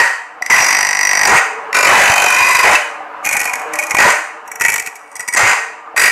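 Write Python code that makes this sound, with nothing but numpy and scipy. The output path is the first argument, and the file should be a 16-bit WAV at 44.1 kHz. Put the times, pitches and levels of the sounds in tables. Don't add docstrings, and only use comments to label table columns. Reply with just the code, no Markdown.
import sys
import numpy as np
from scipy import signal
from scipy.io import wavfile
from scipy.ndimage import uniform_filter1d

SR = 44100
rng = np.random.default_rng(int(sys.argv[2]) if len(sys.argv) > 2 else 0)


def natural_amplitude(level_db):
    exponent = np.asarray(level_db, float) / 20
    return 10 ** exponent


def wav_record(signal):
    frames = np.transpose(np.atleast_2d(signal))
    bounded = np.clip(frames, -1, 1)
    quanta = np.round(bounded * 32767).astype(np.int16)
    wavfile.write(sys.argv[1], SR, quanta)


N = 269449

TURNS_PER_S = 49.4
# (time [s], lead [turns])
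LAG = [(.5, 0.34), (.65, 0.27), (.75, 0.12), (1.25, 0.16), (1.75, -0.28), (1.85, -0.23), (2.05, -.52),
       (2.65, -0.95), (5.95, -0.16)]

# (time [s], level [dB], pressure [0-1], plunge into the gullet [0-1])
LONG_CUT_1 = [
    (.5, 1, 0.82, 0.24),
    (.6, -1, 0.68, 0.16),
    (.75, 0, 0.44, 0.12),
    (.95, -4, 0.36, 0.28),
    (1.08, -2.5, 0.36, 0.15),
    (1.2, -1, 0.44, 0.39),
    (1.26, 3.5, 0.4, 0.26),
    (1.327, -2.5, 1, 0.72),
    (1.41, 1, 1, 0),
]
LONG_CUT_2 = [
    (1.744, 1, 0.59, 0.39),
    (1.83, 2.5, 0.49, 0.39),
    (1.92, -0.5, 0.95, 0.48),
    (2.05, 0.4, 0.73, 0.29),
    (2.18, 2.5, 0.46, 0.4),
    (2.46, -0.9, 0.69, 0.38),
    (2.55, 4, 0.56, 0.28),
    (2.694, -1, 0.77, 0.59),
    (2.782, 1.5, 0.76, 0.033),
]
SHORT_CUTS = [
    [(0.0, 1.5, 0.88, 0.71), (.03, -7, 0.83, 0.32), (.12, -16.5, 0.55, 0.22)],
    [(3.985, 2.9, 0.59, 0.38), (4.062, -1.7, 0.93, 0.62), (4.14, 1.7, 0.43, 0.042)],
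    [(5.362, 4, 0.49, 0.23), (5.431, -4, 1, 0.43), (5.501, -1.5, 0.67, 0.26), (5.57, -11.5, 1, 0.5)],
    [(5.963, 0.29, 0.53, 0.24), (6.036, 0, 0.69, 0.049), (6.11, 1, 0.4, 0.39)],
]
# (light flat touch [dB], added by full pressure [dB], added by full plunge [dB])
CUT_DB = np.array([(-6.5, -9.0, -8.0), (-9.5, 4.0, -12.5), (-22.5, 5.5, 18.0)])
BITE_SHARE = np.array([[.65], [1.], [1.1]])
FILL_POWER = np.array([[1.8], [1.8], [1.1]])
BLOW = np.array([[10.], [10.], [4.]])
# (time [s], half length [s], loss [dB])
LIFTS = [
    (0.766, 0.0066, 4),
    (1.82, .006, 10),
    (2.15, 0.0045, 12),
    (2.207, 0.0045, 5),
    (2.255, .005, 5),
    (2.284, .004, 1),
    (2.514, 0.0087, 3),
    (2.537, 0.0086, 8),
    (2.578, 0.0048, 21),
    (2.62, .006, 12),
]

# (time [s], level [dB], grip [0-1])
FIRST_TOUCHES = [
    (.4225, -15.5, 0.59),
    (.4623, -13.5, 0.43),
    (1.729, -15, 0.63),
]
# (time [s], level [dB], grip [0-1])
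GLANCING_TOUCHES = [(3.2455, -19, 0.65), (3.2615, -10.5, 0.6), (3.3255, -14, 0.57), (3.336, -13, 0.6),
                    (3.3735, -13, 0.47), (3.345, -19, 0.7), (3.4015, -7.5, 0.3), (3.4427, -12, 0),
                    (3.7356, -12, 0.3), (3.7554, -16.5, 0.55), (3.788, -10, 0.48), (3.7955, -16, 0.1),
                    (3.817, -23, 0), (3.8252, -18.5, 0.74), (3.836, -14, 0.1), (3.868, -16, 0),
                    (3.8973, -21, 0.2), (3.908, -9.5, 0.37), (3.9146, -22, 1), (3.9475, -10, 0.64),
                    (3.968, -13, 0.87),
                    (4.477, -27, 0.48), (4.516, -17, 0.37), (4.556, -19, 0.35), (4.598, -16, 0.3),
                 (4.61, -13, 0.87), (4.618, -8, 0.28), (4.638, -15, 0.58), (4.6493, -9, 0.77),
                 (4.661, -12, 0.47), (4.6827, -8, 0.59), (4.6995, -8, 0.41), (4.73, -16, 0.64),
                 (4.823, -20.5, 0.42), (4.862, -14.5, 0.16), (4.872, -18, 0.64), (4.955, -23, 0.055),
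                 (4.9637, -30.5, .1), (4.993, -41, .1), (5.076, -43, .1),
                    (5.115, -32, 0.2), (5.127, -39, 0.24), (5.155, -18.5, 0.21), (5.165, -17.5, 0.15),
                  (5.195, -17.5, 0.53), (5.205, -14, 0.39), (5.226, -28, 0.52), (5.2778, -17.5, 0.62),
                  (5.2841, -9.5, 0.33), (5.326, -18, 0.61), (5.3367, -8.5, 0.31), (5.347, -13.5, 0.78)]
# (time [s], level [dB], grip [0-1], length against a glancing touch [1])
SKIMS = [(3.2513, -2.5, 0.27, 1.05), (3.2706, -7, 0.59, 1.05), (3.2896, -5.5, 0.5, 1.05),
         (3.3112, -9, 0.63, 1.05), (3.3294, -2, 0.4, 1.05), (3.3517, -11, 0.8, 1.05),
         (3.367, -0.5, 0.37, 1.05), (3.3943, -9, 0.4, 1.05), (3.4145, -4.5, 0.5, 1.05),
         (3.4324, -13, 0.46, 1.05), (3.454, -5, 0.57, 1.05), (3.475, -15.5, 0.83, 1.05),
         (3.495, -14, 0.45, 1.3), (3.5347, -7.5, 0.68, 1.05), (3.555, -10.5, 0.45, .9),
         (3.5952, -20, 0.44, 1.05), (3.616, -22, 0.5, 1.05), (4.6906, -5, 0.58, 1.05),
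         (4.72, -6.5, 0.47, 1), (4.7403, -2, 0.4, 1.05), (4.759, -4, 0.51, 1.05), (4.78, -9, 0.5, 1.05),
         (4.7975, -6, 0.33, 1.3)]
SKIM_DB = -5
# (glancing touch [dB], added by full grip [dB])
TOUCH_DB = np.array([(-9.0, 3.0), (-14.5, 21.0), (-35.0, 34.5)])
TOUCH_S = np.array([[.0026], [.0032], [.0032]])
HEAD_ON_S, LEAD_SHARE = 0.0014, .6
DRAG, DRAG_S = 0.4, 0.014
# (start [s], end [s], fizz level [dB], rise and fall [s])
BRUSHES = [
    (3.227, 3.507, -38, 0.022),
    (3.52, 3.662, -58, .03),
    (3.714, 3.926, -44.5, .015),
    (4.445, 4.6, -56.5, 0.015),
    (4.6, 4.9, -42, 0.021),
    (4.95, 5.364, -55, .06),
]
BRUSH_DB = np.array([[0.], [9.], [-12.]])

# (frequency [Hz], width [Hz], level [dB])
RING_1 = [(935, 450, -2.5), (2180, 30, -5), (2590, 30, -30), (6800, 77, -28), (7650, 230, -20.5),
          (8500, 52, -17.5), (9020, 37, -24), (1975, 85, 6.5), (4880, 90, -12), (5670, 50, -12),
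          (5795, 8, 3), (6110, 90, -11)]
RING_2 = [(592, 7.6, -4), (877, 400, -7), (1430, 53, -31), (1984, 45, -0.5), (2500, 160, -11),
          (2970, 19, -6.5), (3870, 69, -27), (4110, 14, -55), (4700, 57, -46), (6050, 23, -14),
          (5980, 130, -33)]
RING_4 = [(833, 68, -2.5), (1480, 51, -7.5), (1925, 52, -4.5), (2234, 33, 3.5), (2440, 27, 0),
          (4400, 190, -35.5), (6040, 310, -21), (6790, 250, -18), (7600, 110, -25), (8060, 45, -14),
          (8900, 160, -40)]
RING_5 = [(928, 27, -1), (1440, 220, -17.5), (1930, 81, -5.5), (2264, 14, -0.5), (2480, 31, -29),
          (2600, 24, -12), (5740, 27, -19), (6050, 54, -22), (6790, 95, -18), (7660, 140, -22.5),
          (8100, 120, -24)]
RING_6 = [(1923, 130, 2.5), (2300, 22, 2), (2350, 18, -5), (4700, 25, -25), (4810, 59, -10.5),
          (5810, 35, -12), (6800, 85, -19.5), (7760, 44, -11), (7940, 69, -17), (8200, 36, -20),
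          (9100, 200, -17.5)]
RING_7 = [(944, 440, -7), (2780, 380, -22), (1435, 65, -6), (1903, 14, 8.5), (2076, 39, -2),
          (4840, 69, -16.5), (5740, 35, -46), (6110, 92, -13), (6810, 180, -18), (7460, 95, -16),
          (8390, 42, -13)]
RING_8 = [(926, 370, 2), (2257, 35, 4.5), (6920, 120, -33), (7630, 200, -16.5), (8400, 220, -17.5),
          (8770, 130, -17), (1940, 360, 3), (4800, 360, -12), (5600, 69, -22), (5740, 170, -6),
          (5950, 260, -9.5)]
RING_9 = [(600, 29, -3), (854, 310, -2.5), (1514, 110, -9), (1860, 34, -10.5), (2500, 57, -1),
          (3055, 20, -7), (4730, 130, -25), (6080, 200, -16), (7200, 71, -23), (7500, 89, -33),
          (8600, 110, -30)]
RING_10 = [(970, 21, -2), (1460, 180, -14), (1944, 94, 0), (2245, 16, 7), (4920, 130, -20),
           (5850, 110, -15), (6800, 90, -15.5), (8000, 200, -19), (8100, 150, -16), (9050, 280, -16)]
RING_11 = [(770, 30, -4.5), (923, 45, 0.5), (1420, 150, -19), (1920, 49, 4.5), (2430, 30, -22),
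           (3030, 52, -14), (4650, 62, -17), (6100, 57, -14), (7300, 36, -14), (8160, 66, -15)]
RING_12 = [(1016, 120, -6), (1260, 21, 0), (1480, 34, 4), (1970, 140, -3), (2384, 38, 3.5), (2680, 50, -7),
           (3760, 50, -23.5), (4910, 120, -17.5), (5500, 72, -17), (6940, 78, -19), (7530, 58, -26)]
RING_13 = [(1050, 110, 3.5), (1470, 43, -5), (2000, 130, 5), (2180, 32, 0), (2450, 140, 7), (3010, 27, -3),
           (3890, 81, -19), (4900, 70, -19), (5650, 51, -12), (6120, 40, -10), (6880, 55, -16),
           (8350, 130, -15)]
RING_14 = [(1023, 130, 3), (1486, 56, -13), (2016, 230, -0.5), (2456, 124, 3.5), (3850, 68, -16),
           (4865, 67, -9.5), (5600, 40, -19), (5920, 190, -17.5), (6900, 78, -27), (7560, 96, -21),
           (8320, 110, -18)]
# (frequency [Hz], width [Hz], level [dB])
GUARD = [(10000, 94, -2), (11000, 99, -1), (11600, 150, -2), (12470, 190, -3.5)]
# (frequency [Hz], level [dB per Hz])
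GRIT = [(59, -53), (100, -35.5), (363, -11.5), (590, -4), (669, -8.5), (1040, -2.5), (1660, -1.5),
        (1970, 0.5), (2480, 1), (3330, -22.5), (5900, -19.5), (6550, -17.5), (10700, -25.5), (14800, -39.5),
        (15700, -44)]
SKIM = [(100, -15.5), (600, -9), (900, -6), (1400, -11.5), (2300, -0.5), (3100, -21.5), (3500, -31.5),
        (5100, -22.5), (5600, -17), (8800, -19), (9700, -23.5), (10500, -18.5), (13200, -24.5),
        (14000, -44), (15600, -45)]
GRAZE = [(100, -14), (600, -11.5), (900, 0), (1400, -19), (2300, -4), (3000, -24.5), (3500, -34.5),
         (5000, -28), (5600, -21.5), (8800, -21), (9500, -30.5), (10500, -24), (13200, -29), (14000, -46),
         (15600, -42)]
FAINT = [(100, -14), (900, -14), (2300, -8), (3000, -29), (4000, -48), (5100, -48), (5600, -12),
         (7500, -26), (10000, -24), (13200, -25), (15600, -43)]
# (resonances [Hz, Hz, dB], grit noise [Hz, dB per Hz])
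RINGS = [(RING_11, GRIT), (RING_1, GRIT), (RING_8, GRIT), (RING_7, GRIT), (RING_12, GRIT), (RING_2, GRIT),
         (RING_9, GRIT), (RING_13, GRIT), (RING_14, GRIT), (RING_2, GRIT), (RING_4, SKIM), (RING_7, GRIT),
         (RING_5, FAINT), (RING_5, GRAZE), (RING_10, GRAZE), (RING_7, GRIT), (RING_6, GRIT)]
# (damping factor [1], echo [dB], guard [dB])
STAGES = [(8.2, -4, -44), (6.7, -9, -23.5), (1.4, -11, -19), (6.5, -6, -31), (1.9, -14, -25.5),
          (5.7, -12.5, -33), (2, -10.5, -25), (2.5, -8, -20), (2.1, -8, -21), (4.6, -7.5, -41),
          (1.9, -11, -31), (14, -5.5, -26), (5, -14, -29), (3.2, -16, -30), (3.9, -14.5, -26),
          (7, -4.5, -35), (6.4, -4.5, -19.5)]
STARTS = [0, .4, .726, 1.27, 1.7, 1.87, 2.1, 2.27, 2.39, 2.64, 3.2, 3.984, 4.4, 4.604, 5.0, 5.361, 5.9, N /
          SR]

# (frequency [Hz], t60 [s])
SHOP = [(200, 0.092), (700, 0.48), (1700, 0.59), (4600, 0.47), (9000, 0.45), (12000, 0.34), (15000, 0.42)]

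# (frequency [Hz], level [dB per Hz])
IDLE = [(24, -63.5), (40, -52), (85, -24), (170, -21.5), (298, -5), (355, -26), (568, -1.5), (1000, 9.5),
        (1530, 2.5), (1690, 2.5), (1870, -4), (2920, -9.5), (3220, -22), (7870, -34), (9500, -39),
        (15000, -44)]
# (time [s], level [dB])
IDLE_DB = [(0, -44), (.4, -35), (1.7, -28), (3.1, -31), (3.7, -24.5), (4.45, -35), (5.05, -39.5),
           (5.9, -36)]
# (frequency [Hz], width [Hz], level [dB])
DRONE = [(308.5, 7, -51), (450, 24, -41.5), (587, 17, -43), (759, 35, -38.5), (947, 15, -40),
         (1242, 8.6, -44.5)]
WANDER, WAVER_DB = .03, 3.
# (time [s], peak level [dB], pitch [Hz], t60 [s])
CLINKS = [(0.413, -18.5, 740, 0.098), (0.497, -12, 920, 0.15), (2.753, 0.5, 2637, 0.069),
          (3.005, -15.5, 780, 0.083), (3.146, -21, 1020, 0.037), (3.165, -19, 1000, 0.031),
          (3.226, -21, 1194, 0.12), (3.6, -39, 430, 0.32), (3.658, -23, 464, 0.35),
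          (3.949, 3.5, 1010, 0.0068), (4.485, -22, 950, 0.063), (5.875, -25, 1220, 0.15),
          (5.944, -16, 694, 0.021)]
# (time [s], peak level [dB], pitch [Hz], t60 [s])
THUMPS = [
    (0.594, -26, 125, 0.078),
    (1.292, -11, 220, 0.029),
    (1.349, -23, 178, 0.05),
    (2.098, -4, 107, 0.029),
    (2.409, -28, 100, 0.1),
    (2.656, -38, 164, 0.11),
    (3.944, -7.5, 200, 0.014),
    (4.029, -39, 171, 0.096),
    (5.429, -18, 108, 0.12),
]

# (time [s], level [dB])
SQUEAL = [(.5, -36), (.72, -41), (.9, -31), (1.0, -25), (1.15, -15), (1.215, -22), (1.26, -36)]
SQUEAL_HZ, SQUEAL_FADE_DB = 5797.5, 10.
# (time [s], level [dB])
BEADS = [(.72, -16), (.8, -6.5), (.95, -12), (1.0, -5.5), (1.18, -5.5), (1.26, -12)]
BEAD_TURN = 0.04006
# (frequency [Hz], level [dB], t60 [s], rise [s])
BEAD_MODES = [(1980, 1.5, 0.042, 0.0017), (2140, -6.5, 0.037, 0.0013), (4860, -9, .04, .0006),
              (5810, -3.5, 0.049, 0.00035), (6100, -5.5, 0.019, 0.00023)]


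def read(points, hz):
    f, value = np.transpose(points)
    return np.interp(np.log(hz + 1), np.log(f + 1), value)


def evened(x):
    return x / np.sqrt(np.mean(x ** 2) + 1e-20)


def add(mix, s, sound):
    at = round(s * SR)
    part = mix[..., at:at + sound.shape[-1]]
    part += sound[..., :part.shape[-1]]


def noise_field(db_of, frames, size):
    hz = np.fft.rfftfreq(size, 1 / SR)
    a, b, c = rng.standard_normal((frames, len(hz), 3)).T
    spectra = (a + 1j * b) * natural_amplitude(db_of(hz[:, None], c))
    return signal.istft(spectra, nperseg=size, noverlap=size * 3 // 4)[1]


def high_spot(t):
    return (TURNS_PER_S * t + np.interp(t, *np.transpose(LAG)) - .035) % 1


def chatter(blows):
    bounces = np.zeros(111)
    bounces[::22] = np.hanning(8)[1:-1]
    fizz, blade, frame = blows
    return np.array([fizz, np.convolve(blade, bounces)[:blows.shape[1]], frame])


def cuts(fresh):
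    t, force = np.arange(N) / SR, np.zeros((3, N))
    angle = high_spot(t)
    face = rng.standard_normal(893)[(angle * 893).astype(int)]
    landed = np.diff(angle > .02, prepend=True) & (angle > .02)
    blows = chatter(BLOW * landed)
    for rows in [LONG_CUT_1, LONG_CUT_2] + SHORT_CUTS:
        s, *columns = np.transpose(rows)
        now = slice(round(s[0] * SR), round(s[-1] * SR))
        db, press, plunge = (np.interp(t[now], s, c) for c in columns)
        press = np.clip(press, .02, 1)
        width = BITE_SHARE * (0.096 + 0.78 * press)
        bite = np.tanh(angle[now] / 0.0053) * np.exp(-(angle[now] / width) ** 4)
        fill = press ** FILL_POWER
        release = np.clip((s[-1] - t[now]) / 0.036, 0, 1)
        shape = (fill + (1 - fill) * bite) * release
        same = .95 - .8 * press
        grit = np.sqrt(same) * face[now] + np.sqrt(1 - same) * fresh[now]
        grit = grit + 0.71 * (1 - press) ** 2 * blows[:, now]
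        add(force, s[0], grit * shape * natural_amplitude(db + CUT_DB @ [np.ones_like(db), press, plunge]))
    for s, half, db in LIFTS:
        force = force * natural_amplitude(-db * np.exp(-((t - s) / half) ** 2))
    return force


def causal(gain):
    log = np.log(np.maximum(np.r_[gain, gain[-2:0:-1]], 1e-5))
    taps = np.fft.ifft(np.exp(np.conj(signal.hilbert(log)))).real[:4096]
    return taps / np.linalg.norm(taps)


def steel(modes, grit, damping, grit_db=-10, wider=1.0, per_khz=4.9, low_hz=1650, high_hz=3300):
    hz = np.fft.rfftfreq(8192, 1 / SR)
    power = natural_amplitude(2 * (read(grit, hz) + grit_db))
    for f, width, db in modes:
        damped = wider * width + damping * per_khz * f / 1000
        power += natural_amplitude(2 * db) * width / damped / (1 + (2 * (hz - f) / damped) ** 2) ** 2
    frame = 1 / (1 + (hz / low_hz) ** 12)
    fizz = 1 - 1 / (1 + (hz / high_hz) ** 12)
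    blade = abs(1 - frame - fizz)
    return np.array([causal(np.sqrt(power * share)) for share in (fizz, blade, frame)])


def grinding(grain_db=1.5, far_damping=5.2):
    fresh = evened(rng.standard_normal(N) * natural_amplitude(grain_db * rng.exponential(1, N)))
    force, near, far = cuts(fresh) + touches(fresh), np.zeros(N), np.zeros(N)
    for (modes, grit), (damping, echo_db, guard_db), s, end in zip(RINGS, STAGES, STARTS, STARTS[1:]):
        modes = modes + [(hz, width, db + guard_db) for hz, width, db in GUARD]
        part = force[:, round(s * SR):round(end * SR)]
        close = steel(modes, grit, damping)
        blurred = steel(modes, grit, damping + far_damping)
        add(near, s, signal.oaconvolve(part, close, axes=1).sum(0))
        add(far, s, natural_amplitude(echo_db) * signal.oaconvolve(part, blurred, axes=1).sum(0))
    return near, far


def unsteady(x, spread_db=2.):
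    t, z = signal.stft(x, SR, nperseg=512, noverlap=384)[1:]
    patches = uniform_filter1d(rng.standard_normal(z.shape[::-1]).T, size=3, axis=0)
    patches = evened(uniform_filter1d(patches, size=20, axis=1))
    regular = (t > BEADS[0][0]) & (t < BEADS[-1][0])
    spread = spread_db * np.where(regular, .3, 1)
    z = z * natural_amplitude(spread * patches - spread ** 2 / 9)
    return signal.istft(z, nperseg=512, noverlap=384)[1][:N]


def shop(x):
    t = np.arange(500) * 64 / SR
    tail = noise_field(lambda hz, c: -60 * t / np.maximum(read(SHOP, hz), .1), frames=500, size=256)
    tail *= np.clip((np.arange(len(tail)) / SR - .004) / 0.035, 0, 1)
    return signal.fftconvolve(x, tail / np.linalg.norm(tail))[:N]


def drone(t, hz, width, db):
    waver = evened(np.interp(t, np.linspace(0, t[-1], 25), rng.standard_normal(25)))
    drift = np.interp(t, np.linspace(0, t[-1], 31), rng.standard_normal(31))
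    pitch = hz * (1 + WANDER * drift)
    poles = [np.exp(-2 * np.pi * width / SR)] * 2
    hum = signal.lfilter([1], np.poly(poles), [1, 1j] @ rng.standard_normal((2, N)))
    tone = (hum * np.exp(2j * np.pi * np.cumsum(pitch) / SR)).real
    return natural_amplitude(db + 29.5 + WAVER_DB * waver) * evened(tone)


def idle(patchy_db=1.4):
    t = np.arange(N) / SR

    def rumble_db(hz, c):
        patches = evened(uniform_filter1d(uniform_filter1d(c, 6, 0), 8, 1))
        return read(IDLE, hz) + patchy_db * patches

    out = evened(noise_field(rumble_db, frames=N // 256 + 5, size=1024)[:N])
    for hz, width, db in DRONE:
        out += drone(t, hz, width, db)
    out *= natural_amplitude(np.interp(t, *np.transpose(IDLE_DB)))
    u = t[:6000]
    for s, db, hz, t60 in CLINKS + THUMPS:
        decay = natural_amplitude(db - 60 * u / max(t60, .01))
        add(out, s, decay * np.tanh(u * hz / 0.46) * np.sin(2 * np.pi * hz * u))
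    return out


def touches(fresh):
    u, force = np.arange(2000) / SR, np.zeros((3, N))
    hit = chatter(BLOW * (np.arange(len(u)) == 40))
    glancing = GLANCING_TOUCHES
    groups = [(FIRST_TOUCHES, .8, HEAD_ON_S), (glancing, .05, TOUCH_S)]
    for s, db, grip, stretch in SKIMS:
        groups.append(([(s, db + SKIM_DB, grip)], .06, stretch * TOUCH_S))
    for rows, blow, length in groups:
        swell = (u / length) ** 2 * np.exp(2 - 2 * u / length)
        trail = DRAG * np.tanh(u / length) * np.exp(-u / DRAG_S)
        for s, db, grip in rows:
            at = round(s * SR)
            scuff = (swell + trail) * fresh[at:at + len(u)]
            level = natural_amplitude(db + TOUCH_DB @ [[1], [grip]])
            add(force, s - LEAD_SHARE * np.min(length), (scuff + blow * hit) * level)
    t = np.arange(N) / SR
    for start, end, db, edge in BRUSHES:
        fade = np.clip(np.minimum(t - start, end - t) / edge, 0, 1)
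        force += natural_amplitude(db + BRUSH_DB) * fresh * fade
    return force


def squeal():
    t = np.arange(N) / SR
    drift = uniform_filter1d(rng.standard_normal(N), size=2000)
    level_db = np.interp(t, *np.transpose(SQUEAL), left=-120, right=-120)
    level_db = level_db - SQUEAL_FADE_DB * high_spot(t)
    tone = np.sin(2 * np.pi * np.cumsum(SQUEAL_HZ + 150 * drift) / SR)
    return uniform_filter1d(natural_amplitude(level_db), size=30) * tone


def beads():
    t = np.arange(N) / SR
    landed = np.diff((high_spot(t) - BEAD_TURN) % 1, prepend=0) < -.5
    strikes = landed * natural_amplitude(np.interp(t, *np.transpose(BEADS), left=-120, right=-120))
    u, ring = t[:1200], 0
    for hz, db, t60, rise in BEAD_MODES:
        ring = ring + natural_amplitude(db - 60 * u / t60) * np.tanh(u / rise) * np.sin(2 * np.pi * hz * u)
    return signal.oaconvolve(strikes, ring)[:N]


def scene():
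    near, far = grinding()
    return (unsteady(near) + beads() + squeal() + shop(far) + idle())[None]


def top_cut(x):
    return signal.sosfilt(signal.butter(12, 15730, fs=SR, output="sos"), x)


def record(dry):
    ceiling, knee = .72, 7.
    uneven = dry + 0.16 * np.tanh(dry ** 4)
    clipped = uneven / (1 + abs(uneven / ceiling) ** knee) ** (1 / knee)
    band = signal.firwin(1023, [22, 15720], pass_zero=False, fs=SR)
    mix = signal.oaconvolve(clipped, band[None], "same")
    return top_cut(mix)


dry = scene()
out = record(dry)
wav_record(out)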